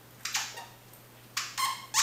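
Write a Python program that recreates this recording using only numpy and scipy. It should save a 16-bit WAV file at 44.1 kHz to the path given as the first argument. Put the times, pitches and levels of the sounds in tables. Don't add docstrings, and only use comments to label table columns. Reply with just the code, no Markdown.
import sys
import numpy as np
from scipy import signal
from scipy.fft import rfft, irfft
from scipy.io import wavfile
from scipy.ndimage import uniform_filter1d

SR = 44100
rng = np.random.default_rng(int(sys.argv[2]) if len(sys.argv) > 2 else 0)


def generate_wav(signal):
    frames = np.transpose(np.atleast_2d(signal))
    scaled = np.clip(frames, -1, 1) * 32767
    pcm = np.round(scaled).astype(np.int16)
    wavfile.write(sys.argv[1], SR, pcm)


def level_to_linear(level):
    exponent = np.asarray(level, float) / 20
    return 10 ** exponent


N = 89258


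def evened(x):
    return x / np.sqrt(np.mean(x ** 2) + 1e-20)


def read(points, hz):
    f, value = np.transpose(points)
    return np.interp(np.log(hz + 1), np.log(f + 1), value)


def add(mix, s, sound):
    part = mix[round(s * SR):][:len(sound)]
    part += sound[:len(part)]


def band(x, hz, width_hz):
    r = np.exp(-np.pi * width_hz / SR)
    return signal.lfilter([1 - r, 0, r - 1], [1, -2 * r * np.cos(2 * np.pi * hz / SR), r * r], x)


def squeak(curve, voice):
    # (frequency [Hz],
    # gain [dB])
    toy_body = [(800, 2.5), (1300, -1), (2400, -1.5), (4000, -1), (6800, 0.5), (8700, -11.5), (10300, -15),
                (15500, -12)]
    steady_wobble, glide_wobble_s, air_share = .0015, .00022, .07
    ring_hz, lag_s, close_s = 2000, .0003, .002

    s, hz, db = np.transpose(curve)
    t = np.arange(s[0], s[-1], 1 / SR)
    shake, air = rng.standard_normal((2, 6000))[:, :len(t)]

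    pitch = np.interp(t, s, hz)
    unrest = steady_wobble + glide_wobble_s * abs(np.gradient(np.log(pitch))) * SR
    pitch = pitch * (1 + unrest * evened(uniform_filter1d(shake, size=60)))
    turns = np.cumsum(pitch) / SR

    body, edge, whistle, top, bite_db = voice
    colour = np.array(toy_body)
    colour = colour + np.outer([body, body, 0, 0, edge, whistle, top, top], [0, 1])
    k = np.arange(1, 21)[:, None]
    partial_hz = k * pitch
    gain = level_to_linear(read(colour, partial_hz)) * (partial_hz < SR / 2.6)
    lag = np.arctan(partial_hz / ring_hz)
    lag = lag + 2 * np.pi * lag_s * partial_hz ** 2 / ring_hz / 10
    beats = (gain * np.cos(2 * np.pi * k * (turns - 1) - lag)).sum(0)
    beats = beats / np.sqrt((gain ** 2).sum(0) / 2)

    puffs = evened(band(air, 2400, 4300)) * (1 + np.cos(2 * np.pi * turns))
    closing = np.minimum((s[-1] - t) / close_s, 1)
    return s[0], closing * level_to_linear(np.interp(t, s, db) + bite_db) * (beats + air_share * puffs)


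def toy():
    # (time [s], reed pitch [Hz], level [dB])
    chirps = [
        [(.2505, 1210, -41), (.2535, 1284, -30.5), (.2555, 2315, -24.5), (.258, 3250, -34.5),
         (.2595, 3700, -45)],
        [(.339, 4327, -48), (.345, 3521, -34), (.352, 2289, -26.5), (.358, 1328, -32), (.364, 893, -34.5),
         (.372, 769, -35.5), (.376, 765, -46)],
        [(.5675, 880, -41), (.571, 930, -38), (.579, 945, -40), (.584, 890, -42), (.59, 760, -50)],
        [(1.3671, 1056, -43), (1.3712, 1165, -24.5), (1.374, 1824, -26), (1.378, 2593, -23.5),
         (1.381, 3230, -29.5), (1.383, 3660, -62)],
        [(1.5765, 3480, -43), (1.579, 2200, -38.5), (1.582, 1020, -39), (1.584, 900, -34)],
    ]
    # (time [s], reed pitch [Hz], level [dB])
    squeezes = [
        [(1.585, 900, -40), (1.591, 1045, -33), (1.597, 1083, -31), (1.606, 1062, -31), (1.617, 1024, -31),
         (1.63, 1038, -32), (1.644, 1100, -30), (1.649, 1080, -27), (1.661, 790, -36)],
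        [(1.9405, 850, -36), (1.948, 866, -35), (1.96, 931, -33), (1.972, 1045, -30), (1.986, 1150, -27),
         (1.991, 1300, -25), (2.001, 1950, -27), (2.006, 2700, -34), (2.011, 3000, -55)],
    ]
    # (hollow body [dB], edge [dB], whistle [dB], top [dB], bite level [dB])
    voices = [(3.5, 1.5, 4.5, -3.3, -0.2), (1.5, 2, -8, -4, 1.54), (3, -13, 3, -1, -3.5),
              (5, 1.5, 0.5, -1.5, -2.46), (4, -1, 3, 0, 8.2), (5, -9.5, 9.5, 3, -1), (2, 6.5, 7, 0.5, 2.63)]
    out = np.zeros(N)
    for curve, voice in zip(chirps + squeezes, voices):
        add(out, *squeak(curve, voice))
    return out


def tags():
    # (time [s], peak level [dB], low ring [dB], middle ring [dB], high ring [dB])
    knocks = [(.108, -60, -25, -11, 8), (.195, -56, -13, -13, -15), (0.208, -53, -16, -12, 0),
              (0.233, -51, -5, -20, -7), (.268, -54, -25, 9, -9), (0.329, -54, -23, -15, 11),
              (.359, -31, -25, -17, -14), (0.403, -49, -25, -15, 4), (0.576, -46, -3, -22, -15),
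              (0.9325, -56, -6, -12, -15), (0.935, -54, 12, 9, 8)]
    # (frequency [Hz], pair splitting [Hz], decay time t60 [s])
    tag_modes = [(8800, 400, .035), (12870, 25, .18), (13490, 55, .14)]
    out, t = np.zeros(N), np.arange(SR // 3) / SR
    for s, db, *ring_levels in knocks:
        ring = 0
        for (hz, split_hz, t60), ring_db in zip(tag_modes, ring_levels):
            beating = (1 + np.cos(2 * np.pi * split_hz * t)) / 2
            ring = ring + level_to_linear(ring_db - 60 * t / t60) * np.sin(2 * np.pi * hz * t) * beating
        noise = evened(band(rng.standard_normal(len(t)), 7300, 8600))
        tick = level_to_linear(1 - 60 * t / 0.022) * noise
        add(out, s, level_to_linear(db) * (ring + tick))
    return out


def thuds():
    # (time [s], peak level [dB], centre frequency [Hz], rise time [s], decay time
    # t60 [s])
    soft_contacts = [(.542, -44.5, 500, 0.002, 0.06), (.585, -45, 720, 0.005, 0.056),
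                     (.17, -60, 1600, 0.033, 0.12), (1.82, -63, 12000, 0.068, 0.096),
                     (.878, -59, 5600, .008, .05), (1.228, -62, 11500, .01, .07), (.14, -63, 6500, .008, .05),
              (1.14, -64, 2500, .03, .3), (1.225, -63, 4000, .015, .1)]
    out, t = np.zeros(N), np.arange(SR // 3) / SR
    for s, db, hz, rise, t60 in soft_contacts:
        puff = band(rng.standard_normal(len(t)), hz, .7 * hz)
        puff = evened(band(puff, hz, .7 * hz))
        decay = level_to_linear(db - 60 * np.maximum(t - rise, 0) / t60)
        add(out, s, decay * np.minimum(t / rise, 1) * puff)
    return out


def room(x):
    # (frequency [Hz], t60 [s])
    reverb_times = [(500, 0.37), (1300, 0.57), (3500, 0.64), (7000, 0.58), (12000, 0.49)]
    # (delay [s], level [dB])
    reflections = [(.0017, -33.5), (.0021, -14.5), (.0026, -11.5), (.003, -16), (.0036, -10), (.0047, -9),
                   (.0064, -12), (.0141, -12), (.0345, -12)]
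    # (frequency [Hz], level thrown back [dB])
    wall_gain = [(700, 2.5), (3000, -1), (7000, -2.5), (9000, -6), (12000, -3.5), (15500, -11)]

    taps = np.zeros(SR)
    at = np.arange(260, SR - 20, 20)
    taps[at + rng.integers(0, 20, len(at))] = rng.choice([-1., 1.], len(at))
    hz, t, z = signal.stft(taps, SR, nperseg=256)
    decay = level_to_linear(-60 * t / read(reverb_times, hz)[:, None])
    tail = signal.istft(z * decay, SR, nperseg=256)[1]
    tail *= np.minimum(np.arange(len(tail)) / SR / 0.0067, 1)
    tail *= level_to_linear(2.5) / np.linalg.norm(tail)
    for s, db in reflections:
        add(tail, s, level_to_linear([db]))

    dull = irfft(rfft(x) * level_to_linear(read(wall_gain, np.fft.rfftfreq(N, 1 / SR))), N)
    return signal.fftconvolve(dull, tail)[:N]


def floor():
    # (frequency [Hz], density [dB per Hz])
    hiss_density = [(30, -6), (60, -9), (100, -3), (200, 1.5), (400, -2), (1000, -6), (5000, -16),
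                    (16000, -19.5)]
    # (frequency [Hz], rms level [dB])
    tones = [
        (60, -76.5),
        (120, -59),
        (14505, -67),
    ]
    hz, t = np.fft.rfftfreq(N, 1 / SR), np.arange(N) / SR
    hiss = irfft(rfft(rng.standard_normal(N)) * level_to_linear(read(hiss_density, hz)), N)
    out = level_to_linear(-55) * evened(hiss)
    for f, db in tones:
        out += np.sqrt(2) * level_to_linear(db) * np.sin(2 * np.pi * f * t)
    return out


def scene():
    near = toy() + tags() + thuds()
    return (near + room(near) + floor())[None]


def top_cut(x):
    return signal.sosfilt(signal.butter(12, 16450, fs=SR, output="sos"), x)


def record(dry):
    duck_from_db, duck_share, recover_db_per_s = -20, 0.038, 99
    power_db = 10 * np.log10(abs(uniform_filter1d(dry[0] ** 2, size=400)) + 1e-12)
    fall = np.arange(N) * recover_db_per_s / SR
    held_db = np.maximum.accumulate(power_db + fall) - fall
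    over_db = np.maximum(held_db - duck_from_db, 0)
    ducked = dry / level_to_linear(duck_share * uniform_filter1d(over_db, size=200))
    low_pass = signal.firwin(255, 15600, window=("kaiser", 5), fs=SR)
    mix = signal.oaconvolve(ducked, low_pass[None], "same")
    return top_cut(mix)


dry = scene()
out = record(dry)
generate_wav(out)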